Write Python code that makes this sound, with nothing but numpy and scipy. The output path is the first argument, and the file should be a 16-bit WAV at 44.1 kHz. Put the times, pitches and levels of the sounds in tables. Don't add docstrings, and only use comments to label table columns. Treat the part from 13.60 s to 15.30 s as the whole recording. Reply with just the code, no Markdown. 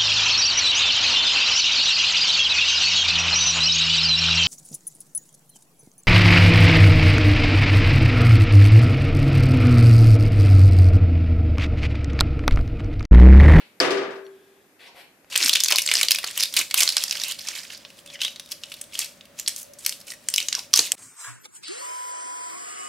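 import sys
import numpy as np
from scipy import signal
from scipy.fft import rfft, irfft
from scipy.io import wavfile
from scipy.ndimage import uniform_filter1d

SR = 44100
rng = np.random.default_rng(int(sys.argv[2]) if len(sys.argv) > 2 else 0)


def digitize_waveform(pressure):
    field = np.atleast_2d(pressure).T
    bounded = np.clip(field, -1, 1)
    quanta = np.round(bounded * 32767).astype(np.int16)
    wavfile.write(sys.argv[1], SR, quanta)


def level_to_linear(level):
    exponent = np.asarray(level, float) / 20
    return 10 ** exponent


N = 74970

# (time [s], level [dB], brightness [dB])
IMPACTS = [
    (.2012, -5, -1.5),
    (0.2209, -16.5, -12),
    (.2490, -12, -29),
    (.3050, -13, -3),
    (.3700, -17, -22),
    (.4250, -27.5, -33),
    (.5070, -41, -5),
    (0.5557, -44.5, -9),
    (0.6646, -61, -7),
]


def rms_one(x):
    return x / np.sqrt(np.mean(x ** 2) + 1e-20)


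def at_hz(points, hz):
    table_hz, values = np.array(points)[:, 0], np.array(points)[:, 1]
    return np.interp(np.log(hz), np.log(table_hz), values)


def band_pass(x, low, high, order):
    return signal.sosfilt(signal.butter(order, [low, high], "band", fs=SR, output="sos"), x)


def high_pass(x, hz, order):
    return signal.sosfilt(signal.butter(order, hz, "high", fs=SR, output="sos"), x)


def clicks_at(s, gains):
    out = np.zeros(N)
    np.add.at(out, (np.asarray(s) * SR).astype(int), gains)
    return out


def ring(clicks, hz, t60):
    r = level_to_linear(-60 / (t60 * SR))
    w = 2 * np.pi * hz / SR
    return signal.lfilter([0, np.sin(w)], [1, -2 * r * np.cos(w), r * r], clicks + 1e-18)


def swelling_ring(clicks, hz, t60, rise_s):
    rise_t60 = 1 / (1 / t60 + 1 / (np.log(1000) * rise_s))
    return ring(clicks, hz, t60) - ring(clicks, hz, rise_t60)


def colour(x, spectrum):
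    # (frequency [Hz], left minus right [dB])
    port_lean = [(60, -3.5), (180, 0), (550, -4.5), (1650, 9), (4970, 1), (15000, -4.5)]
    hz = np.maximum(np.fft.rfftfreq(N, 1 / SR), 1)
    lean_db = at_hz(port_lean, hz) * np.array([[.5], [-.5]])
    return irfft(rfft(x) * level_to_linear(at_hz(spectrum, hz) + lean_db), N)


def banded_noise(t60_table=None):
    # (frequency [Hz], left-right likeness [0 to 1; values below 0 count as 0])
    ear_likeness = [(60, -0.32), (150, 0.89), (380, 0.94), (950, 0.5), (2380, 0.094), (5980, 0.043),
                    (15000, 0.01)]
    t = np.arange(N) / SR
    edges = 22 * 2 ** np.arange(0, 9.6, .5)
    white = rng.standard_normal((2, 2, N))
    out = 0
    for k, (low, high) in enumerate(zip(edges, edges[1:])):
        mid, side = band_pass(white[k % 2], low, high, 2)
        hz = np.sqrt(low * high)
        alike = np.clip(at_hz(ear_likeness, hz), 0, 1)
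        fade = 1 if t60_table is None else level_to_linear(-60 * t / at_hz(t60_table, hz))
        out = out + fade * (np.sqrt(1 + alike) * mid + np.sqrt(1 - alike) * side * [[1], [-1]])
    return out


def convolve(x, response):
    return signal.fftconvolve(np.atleast_2d(x), response, axes=1)[:, :len(x)]


def room(x):
    t60_s = 0.46
    tail = banded_noise([(100, t60_s), (4000, t60_s), (14000, 0.33 * t60_s)])
    return convolve(x, tail / np.sqrt(np.sum(tail ** 2) / 2))


def air():
    # (frequency [Hz], density [dB per Hz])
    air_spectrum = [(15, -61.5), (25, -28), (290, -6), (735, -13.5), (796, -12), (886, -16.5),
                    (2640, -17.5), (3010, -24.5), (14500, -25)]
    return level_to_linear(-58.5) * rms_one(colour(banded_noise(), air_spectrum))


def scuffs():
    # (time [s], rise [s], hold [s], level [dB])
    strokes = [
        (-.06, 0.016, 0.044, -46),
        (1.184, 0.024, 0.069, -50),
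        (1.338, 0.044, 0.031, -48),
        (1.66, 0.018, 0.025, -67),
    ]
    # (frequency [Hz], density [dB per Hz])
    grit_spectrum = [(200, -32), (500, -4), (1200, -12), (2100, -0.5), (4500, -7.5), (6500, -22),
                     (9000, -18), (14500, -24.5)]
    # (time [s], length [s], level [dB], frequency [Hz])
    rubs = [
        (1.26, 0.02, -55.5, 4250),
        (1.264, 0.025, -58.5, 850),
        (1.347, 0.033, -52, 755),
        (1.348, 0.088, -62.5, 12000),
    ]
    grit_per_s, spread_db, stop_s = 6000, 3.5, 0.0091
    rub_width, rub_rise_s, room_db = 1.36, 0.0082, -3
    lead = SR // 10
    total = N + lead
    t = (np.arange(total) - lead) / SR

    def stroke(s, rise, hold, db):
        release = np.exp(-np.maximum(t - s - rise - hold, 0) / stop_s)
        return np.clip((t - s) / rise, 0, 1) * release * level_to_linear(db)

    grain = rng.random(total) < grit_per_s / SR
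    sign = rng.choice([-1, 1], total)
    grit = grain * sign * level_to_linear(spread_db * np.minimum(rng.exponential(1, total), 4))
    texture = np.pad(rms_one(colour(grit[:N], grit_spectrum)), ((0, 0), (lead, 0)), "wrap")
    direct = sum(stroke(*row) for row in strokes) * texture
    for s, length, db, hz in rubs:
        rub = band_pass(grit, hz / rub_width, min(hz * rub_width, .45 * SR), 2)
        direct = direct + stroke(s, rub_rise_s, length, db) * rms_one(rub)
    return (direct + level_to_linear(room_db) * room(direct.mean(axis=0)))[:, lead:]


def flutter(rate):
    knots = rng.standard_normal(200)
    return level_to_linear(5.5 * np.interp(np.arange(N) / SR * rate % 199, np.arange(200), knots))


def panels():
    # (level [dB], T60 [s])
    panel_modes = [(-3.5, 0.2), (-10.5, .35), (2.5, 0.64), (-19.5, 1.1), (-6.5, 0.74), (-6.5, .38),
                   (-3, 0.37), (-2, 0.37), (-11.5, .4), (-13.5, .35), (-22, .45), (-16, .4), (-35, 1.82),
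                   (-46, 1.7)]
    panel_hz = [291, 355, 388, 392, 440, 481, 522, 636, 684, 1174, 1220, 1529, 1625, 3400]
    twin_share, flutter_share, swell_s, room_db = .015, .04, 0.0076, -4.5
    s, hit_db, _ = np.transpose(IMPACTS)
    chance = rng.normal(0, 1, (len(s), 32))
    modes = [(hz, db, t60) for hz, (db, t60) in zip(panel_hz, panel_modes)]
    twins = [(hz * (1 + twin_share * chance[0, k]), db - 4, t60) for k, (hz, db, t60) in enumerate(modes)]
    out = 0
    for k, (hz, db, t60) in enumerate(modes + twins):
        blows = clicks_at(s, level_to_linear(hit_db + db + 2.85 * chance[:, k]))
        mode = swelling_ring(blows, hz, t60, swell_s) * (-1) ** k
        out = out + mode * flutter(flutter_share * hz)
    out = high_pass(out, 120, 1)
    return out * level_to_linear(np.array([[.7], [-.7]])) + level_to_linear(room_db) * room(out)


def contact():
    # (frequency [Hz], level [dB], T60 [s])
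    contact_modes = [(4538, -10, .04), (4580, -6, .012), (5010, 1.5, 0.011), (1700, -11, .03),
                     (7854, -15.5, .012), (12000, -22, .008)]
    s, hit_db, bright_db = np.transpose(IMPACTS)
    rebound_db = np.where(s > s[0], -15.5 + bright_db, 0)
    out = 0
    for k, (hz, db, t60) in enumerate(contact_modes):
        blows = clicks_at(s, level_to_linear(hit_db - hit_db[0] + rebound_db + db))
        out = out + swelling_ring(blows, hz, t60, .0008) * (-1) ** k
    return out * level_to_linear(np.array([[2.5], [-2.5]]))


def wash():
    # (frequency [Hz], density [dB per Hz])
    dense_spectrum = [(35, -97.5), (60, -43.5), (390, -2.5), (561, -9), (629, -13.5), (927, -13),
                      (4790, -16), (11100, -35), (14000, -46.5)]
    # (frequency [Hz], T60 [s])
    dense_t60 = [(100, 0.46), (400, 0.44), (1500, 0.51), (4000, 0.28), (12000, 0.24)]
    rise_s, touch_hz = .001, 3000
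    s, hit_db, bright_db = np.transpose(IMPACTS)
    rise = 1 - np.exp(-np.arange(N) / SR / rise_s)
    response = colour(banded_noise(dense_t60), dense_spectrum) * rise
    response = response / np.sqrt(np.mean(response[:, :SR // 20] ** 2))
    sharp = clicks_at(s, level_to_linear(hit_db + bright_db))
    dull = clicks_at(s, level_to_linear(hit_db))
    push = sharp + signal.lfilter(*signal.butter(1, touch_hz, fs=SR), dull - sharp)
    return convolve(push, response)


def frame():
    return level_to_linear(-12.5) * panels() + level_to_linear(10) * contact() + level_to_linear(-3) * wash()


def thump():
    return swelling_ring(clicks_at([IMPACTS[0][0]], level_to_linear(-42.5)), 35, .3, .01)


def ticks():
    # (time [s], peak level [dB], frequency [Hz])
    tick_events = [
        (.5070, -40, 6870),
        (.5565, -61, 3000),
        (.6665, -35, 3400),
        (1.3470, -43, 684),
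        (1.6445, -44, 577),
        (1.6460, -50, 1400),
        (1.6462, -42, 2600),
        (1.6465, -48, 5520),
    ]
    decay_cycles = 10.6
    return sum(ring(clicks_at([s], level_to_linear(db)), hz, decay_cycles / hz) for s, db, hz in tick_events)


def squeaks():
    # (time [s], length [s], level [dB], frequency [Hz])
    squeak_events = [
        (0.635, .045, -61, 5770),
        (0.638, 0.054, -58, 4340),
    ]
    t = np.arange(N) / SR
    out = np.zeros(N)
    for s, length, db, hz in squeak_events:
        swell = np.sin(np.pi * np.clip((t - s) / length, 0, 1)) ** 2
        out += level_to_linear(db) * swell * np.sin(2 * np.pi * hz * t)
    return out


def whirr():
    # (frequency [Hz], width [Hz], level [dB])
    spring_bands = [(391, 11.5, -54.5), (1656, 170, -69), (3400, 540, -66)]
    start_s, rise_s, hold_s, stop_s, sag_db_per_s = 0.686, 0.057, .31, .03, 17.5
    t = np.arange(N) / SR - start_s
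    shape = np.clip(t / rise_s, 0, 1) * np.exp(-np.maximum(t - rise_s - hold_s, 0) / stop_s)
    bands = 0
    for hz, width, db in spring_bands:
        band = band_pass(rng.standard_normal(N), hz - width / 2, hz + width / 2, 1)
        bands = bands + level_to_linear(db) * rms_one(band)
    return shape * level_to_linear(-sag_db_per_s * t) * bands


def scene():
    return air() + scuffs() + frame() + thump() + ticks() + squeaks() + whirr()


def soften(x, rise_s):
    r = np.exp(-1 / (rise_s * SR))
    return signal.lfilter([1 - r], [1, -r], x)


def low_pass(x):
    return signal.sosfilt(signal.butter(12, 15600, fs=SR, output="sos"), x)


def record(dry):
    threshold_db, squeeze, release_db_per_s, attack_s = -33.5, 0.39, 144.5, .002
    dry = high_pass(dry, 25, 2)
    ramp = release_db_per_s * np.arange(N) / SR
    level = 10 * np.log10(uniform_filter1d(np.mean(dry ** 2, axis=0), size=441) + 1e-12)
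    held = np.maximum.accumulate(level + ramp) - ramp
    over = np.maximum(held - threshold_db, 0)
    gain = level_to_linear(-squeeze * soften(over, attack_s))
    top_cut = signal.ellip(12, .5, 70, 14600, fs=SR, output="sos")
    return low_pass(signal.sosfilt(top_cut, dry * gain))


dry = scene()
out = record(dry)
digitize_waveform(out)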